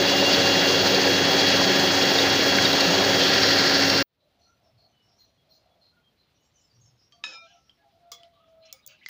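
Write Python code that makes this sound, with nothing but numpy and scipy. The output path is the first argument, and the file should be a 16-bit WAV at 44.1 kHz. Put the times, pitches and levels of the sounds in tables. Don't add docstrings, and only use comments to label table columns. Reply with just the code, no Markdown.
import sys
import numpy as np
from scipy import signal
from scipy.fft import rfft, irfft, next_fast_len
from scipy.io import wavfile

SR = 44100
rng = np.random.default_rng(int(sys.argv[2]) if len(sys.argv) > 2 else 0)


def makeup_ratio(level_db):
    decades = np.asarray(level_db, float) / 20
    return 10 ** decades


def master(y):
    cut = np.clip(np.atleast_2d(y).T, -1, 1)
    pcm = np.round(cut * 32767)
    wavfile.write(sys.argv[1], SR, pcm.astype(np.int16))


N = 400869
T = np.arange(N) / SR
CUT_S = 4.026

# (time [s], peak level [dB], crack pitch [Hz], top end level [dB], landing of the wires [ms])
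BLOW_TABLE = [
    (7.122, -46, 3130, -30, 1.4),
    (7.238, -22.5, 3740, -52, 1.16),
    (7.695, -42.5, 3180, -44, .4),
    (8.117, -22.5, 5820, -7, 2.5),
    (8.233, -40.5, 3400, -30, .3),
    (8.7268, -27, 5500, -9, .7),
    (8.8636, -31.5, 7200, -1.5, .5),
    (8.8745, -33.5, 6600, -3, 0.91),
    (9.0614, -25, 4600, -34, 0.13),
    (9.086, -30.5, 1900, -5, 1.2),
]


def rms_one(x):
    return x / np.sqrt(np.mean(x ** 2) + 1e-20)


def in_time(rows):
    s, *columns = np.transpose(rows)
    return [np.interp(T, s, c) for c in columns]


def drift(rate):
    r = np.exp(-80 * np.pi * rate / SR)
    slow = signal.lfilter([1], [1, -2 * r, r * r], rng.standard_normal(N // 40 + 2002))[2000:]
    return np.interp(np.arange(N) / 40, np.arange(len(slow)), rms_one(slow))


def ring(x, hz, t60):
    r = makeup_ratio(-60 / (t60 * SR))
    w = 2 * np.pi * hz / SR
    return signal.lfilter([0, np.sin(w)], [1, -2 * r * np.cos(w), r * r], x + 1e-18)


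def resonate(x, hz, width_hz):
    r = np.exp(-np.pi * width_hz / SR)
    poles = [1, -2 * r * np.cos(2 * np.pi * hz / SR), r * r]
    return signal.lfilter([(1 - r * r) / 2, 0, (r * r - 1) / 2], poles, x)


def band(x, hz, width_hz):
    return rms_one(resonate(resonate(x, hz, width_hz), hz, width_hz))


def coloured(spectrum, peaks, patchy_db):
    hz = np.maximum(np.fft.rfftfreq(N, 1 / SR), 1)
    point_hz, point_db = np.transpose(spectrum)
    db = np.interp(np.log(hz), np.log(point_hz), point_db)
    db = np.maximum(db, np.where(hz > 9000, point_db[-2], -200))
    for at, width, peak_db in peaks:
        db = db + peak_db / (1 + (2 * (hz - at) / width) ** 2)
    size = next_fast_len(N)
    shaped = rfft(rng.standard_normal(N), size)[:len(hz)] * makeup_ratio(db)
    octave = np.clip(np.log2(hz / 60), 0, 8)
    total = np.zeros(N)
    for k in range(9):
        part = irfft(shaped * np.maximum(1 - abs(octave - k), 0), size)[:N]
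        total += part * makeup_ratio(patchy_db * drift(27))
    return rms_one(total)


def hump(start, length):
    u = np.clip((T - start) / length, 0, 1)
    return np.sin(np.pi * u ** 0.64)


def wavering(hz, blur_hz, clear):
    turn = 2 * np.pi * np.cumsum(hz) / SR
    blurred = drift(blur_hz) * np.cos(turn) + drift(blur_hz) * np.sin(turn)
    return np.sqrt(2 * clear) * np.cos(turn) + np.sqrt(1 - clear) * blurred


def microphone(x):
    x = signal.sosfilt(signal.butter(2, 120, "high", fs=SR, output="sos"), x)
    main = signal.sosfilt(signal.butter(6, 6900, fs=SR, output="sos"), x)
    return main + makeup_ratio(-32.5) * x + makeup_ratio(-14) * resonate(x, 15300, 900)


def mixer():
    # (time [s], brush whine [Hz], whine level [dB], fan tone level [dB])
    speed = [(0, 3372, -32, -32), (.22, 3362, -30, -30), (.6, 3338, -28.5, -31.5), (.92, 3327, -32, -34.5),
             (1.3, 3320, -29, -35.5), (1.62, 3319, -29.5, -39.5), (1.8, 3333, -30, -35),
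             (2.2, 3329, -30.5, -35.5), (2.5, 3320, -29.5, -35.5), (2.9, 3315, -31, -39),
             (3.34, 3313, -30.5, -40.5), (3.55, 3300, -37.5, -37), (4.0, 3306, -38.5, -33)]
    whine_hz, whine_db, fan_db = in_time(speed)
    rotor_hz = whine_hz / 12
    turn = 2 * np.pi * np.cumsum(rotor_hz * (1 + .0005 * drift(25) + .0003 * drift(3))) / SR
    # 21.52 rotor turns each, one pass falling at 3.587 s
    beat = (turn - turn[round(3.587 * SR)]) / 21.52
    rubbed_s = np.clip(T - 3.22, 0, 1)
    motor = motor_roar(rubbed_s) + rotor_tones(turn, whine_db, fan_db) + motor_hum(turn)
    return motor + beater_rasp(beat, rubbed_s) + sugar_crunch(beat) + bowl_knocks()


def motor_roar(rubbed_s):
    # (frequency [Hz], level per Hz [dB])
    roar_shape = [(18, -68.5), (30, -38), (97, -14), (238, -8.5), (277, -8.5), (323, -7.5), (567, -4.5),
                  (1160, -12.5), (1620, -12.5), (2440, -11), (4380, -9.5), (6600, -19), (8310, -40),
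                  (13500, -44)]
    # (frequency [Hz], width [Hz], level [dB])
    housing = [(180, 45, 5), (372.8, 54, 7), (475, 57, 3), (777, 30, 7), (1200, 250, -1.5),
               (1724, 340, 4.5), (2400, 330, -2), (3660, 340, -3.5), (4560, 1400, 2.5)]
    port = (15150, 1500, 15)
    roar_dip_db = -1.5 * np.clip(rubbed_s / .2 - 1, 0, 1)
    return makeup_ratio(-20.27 + roar_dip_db) * coloured(roar_shape, housing + [port], patchy_db=1.58)


def rotor_tones(turn, whine_db, fan_db):
    # (multiple [1], level at the start [dB], level at mid time [dB], level at the end [dB])
    rotor = [(1, -34.5, -33.5, -34), (2, -33.5, -37.5, -36.5), (5, -49, -44.5, -40.5),
             (6, -45.5, -41, -44.5), (7, -47, -43, -43), (13, -49, -52.5, -54), (16, -43, -43, -43.5),
             (14, -44, -52, -52), (23, -56, -56, -62), (25, -65, -60, -61), (28, -70, -68, -68),
             (30, -76, -74, -70), (35, -84, -82, -74), (36, -74, -72, -80), (38, -73, -77, -70),
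             (40, -77, -73, -72), (42, -76, -82, -78), (43, -79, -71, -70), (45, -77, -82, -73),
             (48, -82, -82, -72), (52, -74, -69, -73), (53, -72, -72, -65), (54, -66, -67, -72),
             (55, -76, -69, -68)]
    # (multiple [1], level [dB], time [s], length [s])
    overtones = [(11, -46, 0, .5), (11, -48, 2.8, 1.2), (24, -45, .3, 1.0), (24, -48, 1.2, 1.6),
                 (24, -45, 2.7, .9), (24, -48, 3.5, .6), (18.6, -44, 3.1, 1.0), (.7, -40, 0, 4.5),
                 (6.66, -43, 1.4, 2.6)]
    tones = np.zeros(N)
    for k, *levels in rotor:
        db = np.interp(T, [0, CUT_S / 2, CUT_S], levels) + 6 + 3.0 * (k > 22)
        tones += makeup_ratio(db + 1.3 * drift(14)) * np.sin(k * turn + k * k)
    for k, db, s, length in overtones:
        tones += makeup_ratio(db + 4 + 2 * drift(5)) * hump(s - .1, length) * np.sin(k * turn)
    tones += makeup_ratio(whine_db + 2.7 + 1.2 * drift(18)) * np.sin(12 * turn)
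    tones += makeup_ratio(fan_db + 2.0 + 2.5 * drift(9)) * np.sin(10 * turn)
    tones += makeup_ratio(-45 + 3 * T + 2 * drift(4)) * np.sin(20 * turn)
    return tones


def motor_hum(turn):
    mains = 2 * np.pi * 100.4 * T
    hum = makeup_ratio(-40 + 1.2 * drift(5.6)) * np.sin(mains)
    hum += makeup_ratio(-40 - 2.26 * T) * np.sin(.3722 * turn + 1.1)
    hum += makeup_ratio(-44.5 + 6.3 * drift(12.0)) * 2 * np.sin(mains) * np.sin(turn)
    return hum


def beater_rasp(beat, rubbed_s):
    grains = (rng.random(N) < 2500 / SR) * makeup_ratio(2.9 * np.minimum(rng.exponential(1, N), 3))
    grains = grains * rng.choice([-1, 1], N)
    rasp = microphone(band(grains, 4500, 1100) + makeup_ratio(-3.5) * band(grains, 1650, 620))
    rub_db = 11 * np.minimum(rubbed_s / .2, 1) - 3.5 * rubbed_s ** 2
    swing_db = 3 * np.cos(beat - .4) * np.cos(2 * beat - .8)
    return rasp * makeup_ratio(-36 + rub_db + swing_db)


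def sugar_crunch(beat):
    # (time [s], peak level [dB])
    crushes = [(0.0969, -38), (.263, -38), (0.9455, -35.5), (1.175, -39), (1.318, -38), (1.645, -43),
               (2.069, -41), (2.623, -34.5), (3.05, -35.5), (1.4867, -32.5), (1.7968, -32), (1.954, -34),
               (2.1852, -37), (2.34, -41), (2.6483, -32.5), (2.7314, -33), (2.8069, -29.5), (3.1955, -33),
               (3.506, -34), (3.5855, -36), (3.663, -36), (3.744, -35), (3.9, -33)]
    passes = np.diff(beat // np.pi, prepend=0) == 1
    clicks = passes * makeup_ratio(-44.5 + 2.5 * np.cos(beat) + 3.0 * drift(30))
    clicks[[round(s * SR) for s, db in crushes]] = makeup_ratio(np.array(crushes)[:, 1])
    grit = rng.standard_normal(400) * makeup_ratio(-60 * np.arange(400) / (.015 * SR))
    burst = np.convolve(clicks, grit)[:N]
    crunch = makeup_ratio(-2) * resonate(burst, 9500, 6000) + makeup_ratio(4) * resonate(burst, 15100, 1500)
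    crunch += makeup_ratio(16) * microphone(resonate(burst, 4500, 2500))
    return crunch + makeup_ratio(18) * ring(clicks, 4500, .008)


def bowl_knocks():
    # (time [s], level [dB], pitch [Hz], time to fall 60 dB [s])
    knock_table = [(0.329, -9, 4550, 0.026), (.946, -12, 4600, 0.032), (2.186, -15, 3740, 0.06),
                   (2.584, -14, 2200, .03), (2.585, -14, 1550, .04), (2.623, -15, 5200, .012),
                   (2.651, -13, 3740, .05), (2.653, -14, 4700, .04), (2.654, -21, 3050, .04),
                   (2.731, -16, 3850, .03), (2.732, -17, 4600, .02), (2.808, -13, 4450, .025),
                   (2.808, -18, 3790, .05), (3.196, -17, 4500, .02), (3.432, -8, 4700, .015),
                   (3.5868, -5.5, 4430, .016), (3.744, -16, 4740, .02), (3.9, -7, 4510, 0.014),
                   (2.8, -25.5, 2760, 1.3), (3.2, -20, 3265, 1.0)]
    shake = rng.standard_normal(N)
    knocks = np.zeros(N)
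    for s, db, hz, t60 in knock_table:
        at, t = round(s * SR), T[:round(t60 * SR)]
        body = .55 * band(shake[at:][:len(t)], hz, 0.23 * hz)
        if t60 < .5:
            body = body + 1.1 * np.sin(2 * np.pi * hz * t)
        knocks[at:][:len(t)] += makeup_ratio(db - 60 * t / t60) * np.minimum(t / .0012, 1) * body
    return signal.sosfilt(signal.butter(4, 6000, fs=SR, output="sos"), knocks)


def blows():
    # (pitch [Hz], level [dB], time to fall 60 dB [s])
    rings = [
        [(3180, -3.5, 0.17), (3300, -11, .2), (4560, -4, .2), (4620, -11, .3), (5800, -14, .2), (6150, -10, .2)],
        [(1740, -1, 0.055), (965, -9, 0.04), (1296, -4.5, 0.047), (3000, -1, .03), (2535, -5, .25),
         (2610, 3.5, 0.037), (3785, 4.5, .15), (3740, -15, 0.33), (5230, -8, 0.32), (5300, -14, 0.27),
         (6700, -12, 0.14), (8576, -25, 0.33), (9450, -19, .3), (10400, -10, .15), (7300, -26, .3)],
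        [(3200, 8.5, 0.03), (4300, -15, .05), (5000, -11, .05)],
        [(480, -21.5, 0.15), (1185, -7, .06), (2160, -15, 0.056), (3250, -17, 0.15), (3400, -14.5, 0.13),
         (4100, -13, 0.036), (5000, -9, 0.036), (5700, -12, .05), (7260, -18, .1), (9450, -14, .04),
         (10850, -4, .04), (13540, -7, .04)],
        [(3070, 11, 0.017), (9400, 8, .008), (7800, -6, .008)],
        [(3500, -10.5, 0.054), (5300, -14, 0.048), (6960, -10, 0.047), (9500, -10, 0.14), (11400, -4, .1),
         (12200, -4, .08), (8600, -6, .04), (2250, -20, .1), (1250, -22, .05)],
        [(6700, -16, .03)],
        [(4480, -14, 0.08), (4710, -16, .12), (6470, -20, .15)],
        [(2053, 6.5, .03), (1500, -26, .03), (3300, -4, 0.011)],
        [(1600, -1, .05)],
    ]
    out, t = np.zeros(N + SR), T[:SR // 2]
    tail_fall = makeup_ratio(-60 * t / 0.167)
    for (s, db, hz, top_db, landing_ms), modes in zip(BLOW_TABLE, rings):
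        rise = np.minimum(1000 * t / max(landing_ms, .05), 1)
        wires = np.clip(landing_ms / 1.4, .3, 1)
        noise = rng.standard_normal((3, len(t)))
        ping = makeup_ratio(-8) * resonate(ring(1.0 * (t == 0), hz, .012), hz, hz)
        crack = makeup_ratio(-6.0) * microphone(band(noise[0], hz, 3500)) * makeup_ratio(-60 * t / (0.023 * wires))
        top = band(noise[1], 15200, 1300) + makeup_ratio(-14) * band(noise[1], 9300, 6000)
        tick = makeup_ratio(top_db + 3.5) * top * (makeup_ratio(-60 * t / .009) + makeup_ratio(-32.5) * tail_fall)
        tail = makeup_ratio(-21.5) * wires * microphone(band(noise[1], 0.82 * hz, 5500)) * tail_fall
        rattle = (t == 0) + makeup_ratio(-28.0) * wires * noise[2] * tail_fall
        rung = np.zeros(len(t))
        for mode_hz, mode_db, t60 in modes:
            rung += makeup_ratio(mode_db - 9.5) * resonate(ring(rattle, mode_hz, t60), mode_hz, mode_hz)
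        thin = signal.butter(2, .3 * hz, "high", fs=SR, output="sos")
        hit = signal.sosfilt(thin, rise * (ping + crack + tick + tail)) + rise * microphone(rung)
        out[round(s * SR):][:len(t)] += makeup_ratio(db) * hit
    return out[:N]


def scrape():
    glass_hz = [1275, 1610, 2230, 2450, 2720, 2960, 3400, 3850, 4120, 4710, 4980, 5420, 5630, 6470]
    # (time [s], length [s], level
    # [dB], pitch [Hz], width [Hz])
    swishes = [(7.106, .1, -71, 5800, 1200), (7.233, 0.17, -48, 2170, 3980), (7.264, 0.15, -55.5, 700, 900),
               (7.305, 0.076, -60, 4400, 5000), (7.31, .05, -56, 5130, 400), (7.25, .1, -53, 1400, 900),
               (7.31, .05, -52, 1650, 500), (7.36, 0.35, -68, 5700, 700), (7.4, 0.17, -67, 4100, 300),
               (7.43, .18, -62, 2960, 900), (7.621, 0.21, -74, 5500, 400), (8.14, 0.12, -66, 3500, 2500),
               (8.128, .04, -57, 5000, 1500), (7.7, .05, -68, 3100, 400), (7.85, .25, -77, 3500, 2500),
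               (8.15, .2, -74, 2000, 300), (8.38, .15, -77, 2920, 300), (8.235, 0.055, -66, 3700, 1800),
               (8.299, 0.33, -73.5, 3200, 500), (8.332, .1, -74, 3850, 250), (8.48, .05, -77, 5000, 3000),
               (8.605, 0.17, -63, 4100, 400), (8.622, 0.15, -61, 2750, 1200), (8.65, 0.06, -69, 5400, 1200),
               (8.731, 0.12, -68, 2240, 500), (8.82, 0.06, -65, 3850, 200), (8.878, 0.095, -56, 2700, 1100),
               (8.88, 0.1, -66, 1500, 600), (8.874, 0.096, -62, 5470, 3000), (8.72, .1, -67, 5500, 3000),
               (8.975, .07, -69, 3800, 1200), (9.01, .04, -57.5, 2120, 400),
               (9.029, 0.032, -56.5, 2600, 900), (8.95, .11, -65, 2750, 500), (9.048, .04, -63, 4000, 4000),
               (9.064, .05, -59, 4000, 4000),
               (8.115, .045, -40, 11800, 2600), (8.125, .12, -63, 3400, 200), (8.88, .1, -63, 4500, 500),
              (8.695, .02, -60, 3000, 700), (8.65, .03, -64, 5300, 1500), (8.84, .02, -65, 3400, 300),
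              (8.86, .04, -65, 3450, 300), (8.73, .12, -70, 4900, 200), (8.68, .2, -72, 1270, 100)]
    wires = makeup_ratio(-8) * rng.standard_normal(N)
    for mode_hz in [*np.geomspace(300, 7500, 30) * rng.uniform(0.92, 1.03, 30), *glass_hz]:
        clicks = (rng.random(N) < 400 / SR) * makeup_ratio(2.5 * np.minimum(rng.exponential(1, N), 4))
        wires += rms_one(ring(clicks, mode_hz, 0.058)) * np.sqrt(mode_hz / 44 / 3000)
    strokes = np.zeros(N)
    for s, length, db, hz, width_hz in swishes:
        strokes += makeup_ratio(db) * hump(s, length) * band(wires, hz, width_hz)
    return microphone(strokes)


def singing_bowl():
    # (pitch [Hz], level [dB], time to fall 60 dB [s])
    glass_tones = [
        (1336, -48.5, 0.88),
        (2390, -47.5, 0.86),
        (3700, -45, 0.46),
        (5130, -39, 0.24),
    ]
    since = np.maximum(T - 7.315, 0)
    sing = np.zeros(N)
    for hz, db, t60 in glass_tones:
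        sing += makeup_ratio(db - 60 * since / t60) * wavering(np.full(N, hz), 30, clear=0.88)
    sing *= np.minimum(since / 0.043, 1)
    return sing * makeup_ratio(-60 * np.maximum(T - 7.46, 0) / .12)


def sparrows():
    # (time [s], peak level [dB], pitch [Hz], length [s], wing rustle level [dB])
    near = [
        (4.202, -66, 4000, 0.095, -30),
        (4.425, -59, 4280, 0.093, -30),
        (4.793, -56, 4330, 0.11, -24),
        (5.204, -54, 4200, 0.077, -11),
        (5.511, -53, 4220, 0.095, -13),
        (5.828, -55, 4190, 0.11, -32),
        (6.193, -62, 4120, 0.085, -28),
    ]
    # (time [s], peak level [dB], pitch [Hz])
    far = [(4.413, -67, 5880), (4.478, -64, 5940), (4.651, -65, 5390), (4.889, -74, 6080),
           (5.039, -67, 5380), (5.083, -64, 5500), (5.142, -67, 5480), (5.1, -67, 5000), (5.18, -66, 5800),
           (5.19, -69, 6600), (5.25, -68, 5850), (5.51, -66, 5500), (5.545, -65, 4720), (5.55, -69, 6100),
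           (5.555, -73, 6870), (5.57, -69, 5020), (6.357, -68, 5770), (6.42, -69, 6550), (6.44, -69, 5600),
           (6.45, -72, 7400), (6.55, -63, 6080), (6.575, -65, 5750), (6.58, -65, 6850), (6.61, -66, 5320),
           (6.62, -71, 7450), (6.649, -64, 5270), (6.715, -61, 4700), (6.755, -62, 5670),
           (6.818, -60, 6480), (6.85, -62, 6520), (6.82, -71, 7200), (6.855, -63, 5400), (6.88, -66, 5250),
           (6.99, -66, 5450), (7.0, -60, 5080), (7.04, -63, 5580)]
    out = np.zeros(N)
    for s, db, hz, length, wing_db in near + [(*row, 0.072, -36) for row in far]:
        out[round((s - .02) * SR):][:SR // 3] += makeup_ratio(db - 7.5) * chirp(hz, length + 0.014, wing_db)
    return out


def chirp(hz, length, wing_db):
    t = T[:SR // 3]
    sag = np.clip(t / length, 0, 1)
    shape = np.sin(np.pi * sag ** .7)
    noise = rng.standard_normal((5, len(t)))
    clear = np.sin(2 * np.pi * np.cumsum(hz * (1.005 - .025 * sag ** 3)) / SR)
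    note = .8 * clear + .8 * band(noise[0], hz, 140) + .5 * sag * band(noise[1], hz * .94, 200)
    cloud = makeup_ratio(-8) * microphone(band(noise[2], hz * 1.03, 1100))
    wings = makeup_ratio(wing_db) * band(noise[3], 15000, 1200)
    echo = makeup_ratio(-4 - 60 * t / .6) * sag * band(noise[4], hz, 180)
    return shape * (note + cloud + wings) + echo


def doves():
    # (time [s], length [s], level [dB], pitch [Hz])
    far_coos = [
        (4.17, 0.17, -72, 600),
        (4.3, 0.22, -73, 708),
        (4.57, 0.18, -70.5, 660),
        (4.72, 0.27, -72, 688),
        (5.05, 0.15, -72.5, 690),
        (5.23, .15, -75, 650),
        (5.38, 0.28, -72, 645),
        (5.56, 0.34, -68.5, 682),
        (5.96, .08, -78, 687),
    ]
    # (time [s], length [s], level [dB], pitch [Hz])
    near_coos = [(7.125, 0.11, -65, 696), (7.405, 0.084, -59, 666), (7.49, 0.11, -61, 700),
                 (7.77, .07, -71, 680), (7.84, 0.054, -63.5, 680), (7.92, 0.075, -64, 675),
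                 (7.98, 0.24, -58, 695), (8.17, 0.15, -55.5, 685), (8.26, 0.22, -65.5, 675),
                 (8.43, 0.31, -56.5, 657), (8.85, 0.14, -70.5, 630)]
    return makeup_ratio(1.5) * coos(far_coos, 90, clear=.2) + coos(near_coos, 30, clear=.92)


def coos(rows, blur_hz, clear):
    out, throb, air = np.zeros(N), makeup_ratio(1.0 * drift(14)), rng.standard_normal(N)
    for s, length, db, hz in rows:
        swell = np.sin(np.pi * np.clip((T - s) / length, 0, 1)) ** 0.97
        pitch_hz = hz - 46 * np.clip(T - s, 0, length)
        voice = wavering(pitch_hz, blur_hz, clear) + makeup_ratio(-19) * wavering(2 * pitch_hz, 60, clear=0.24)
        out += makeup_ratio(db) * swell * (throb * voice + makeup_ratio(-17) * band(air, 0.96 * hz, 260))
    return out


def faint_whistles():
    # (time [s], level [dB], pitch [Hz], length [s])
    whistles = [(4.461, -66.5, 1360, 0.12), (4.922, -73, 2970, 0.19), (5.39, -73, 3350, .06),
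                (5.692, -77, 3370, 0.084), (5.931, -72, 1426, 0.12), (6.04, -72, 3230, 0.079),
                (6.38, -79, 2970, 0.12), (6.54, -77, 2980, .13), (4.7, -67, 115, 0.18),
                (6.72, -60, 119.6, 0.25), (7.127, -72, 1170, .05), (7.47, -64, 1600, 0.072),
                (7.798, -72, 1660, 0.073), (8.34, -69, 1155, .09), (8.4, -68, 1265, .13),
                (7.52, -77, 1330, 0.22), (7.81, -67, 815, .12), (7.47, -69, 784, 0.15),
                (8.87, -70, 568, .1), (8.725, -65, 782, .055), (8.73, -66.5, 530, .06),
                (7.2, -69, 1160, .07), (7.93, -71, 745, 0.14), (7.238, -63, 318, .12),
                (7.252, -69, 200, .09), (7.26, -63, 532, .13)]
    out = np.zeros(N)
    wander = 1 + .008 * drift(4)
    for s, db, hz, length in whistles:
        out += makeup_ratio(db + 1.5) * hump(s - .015, 1.35 * length) ** 2 * wavering(hz * wander, 25, clear=.5)
    return out


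def kitchen():
    # (frequency [Hz], level per Hz [dB])
    room_shape = [(18, -41), (35, -17), (60, -3), (122, -1.5), (397, -11), (628, -11), (791, -14),
                  (1700, -19), (3230, -17.5), (4170, -17), (7890, -35), (13500, -41)]
    port = (15150, 1500, 6)
    return makeup_ratio(-69.7) * coloured(room_shape, [port], patchy_db=1.4)


def scene():
    cut = makeup_ratio(-60 * np.clip((T - CUT_S) / 0.00196, 0, 2))
    cut = cut + makeup_ratio(-39 - 60 * np.maximum(T - CUT_S, 0) / 0.037)
    fade = np.clip((T - CUT_S) / 0.31, 0, 1)
    whisk = blows() + scrape() + singing_bowl()
    background = sparrows() + doves() + faint_whistles()
    mono = cut * mixer() + fade * (whisk + background + kitchen())
    return np.array([mono, mono])


def band_limit(x):
    return signal.sosfilt(signal.butter(12, 16870, fs=SR, output="sos"), x)


def record(dry):
    top_hz = 15540
    kept = signal.sosfilt(signal.ellip(12, .3, 44, top_hz, fs=SR, output="sos"), dry)
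    top = signal.sosfiltfilt(signal.butter(10, top_hz, "high", fs=SR, output="sos"), dry)
    sharp = np.zeros(N)
    for k in (3, 5, 6, 7, 9):
        sharp += np.maximum(1 - abs(T - BLOW_TABLE[k][0] - .002) / .006, 0)
    return band_limit(kept + makeup_ratio(-3) * top * sharp)


dry = scene()
out = record(dry)
master(out)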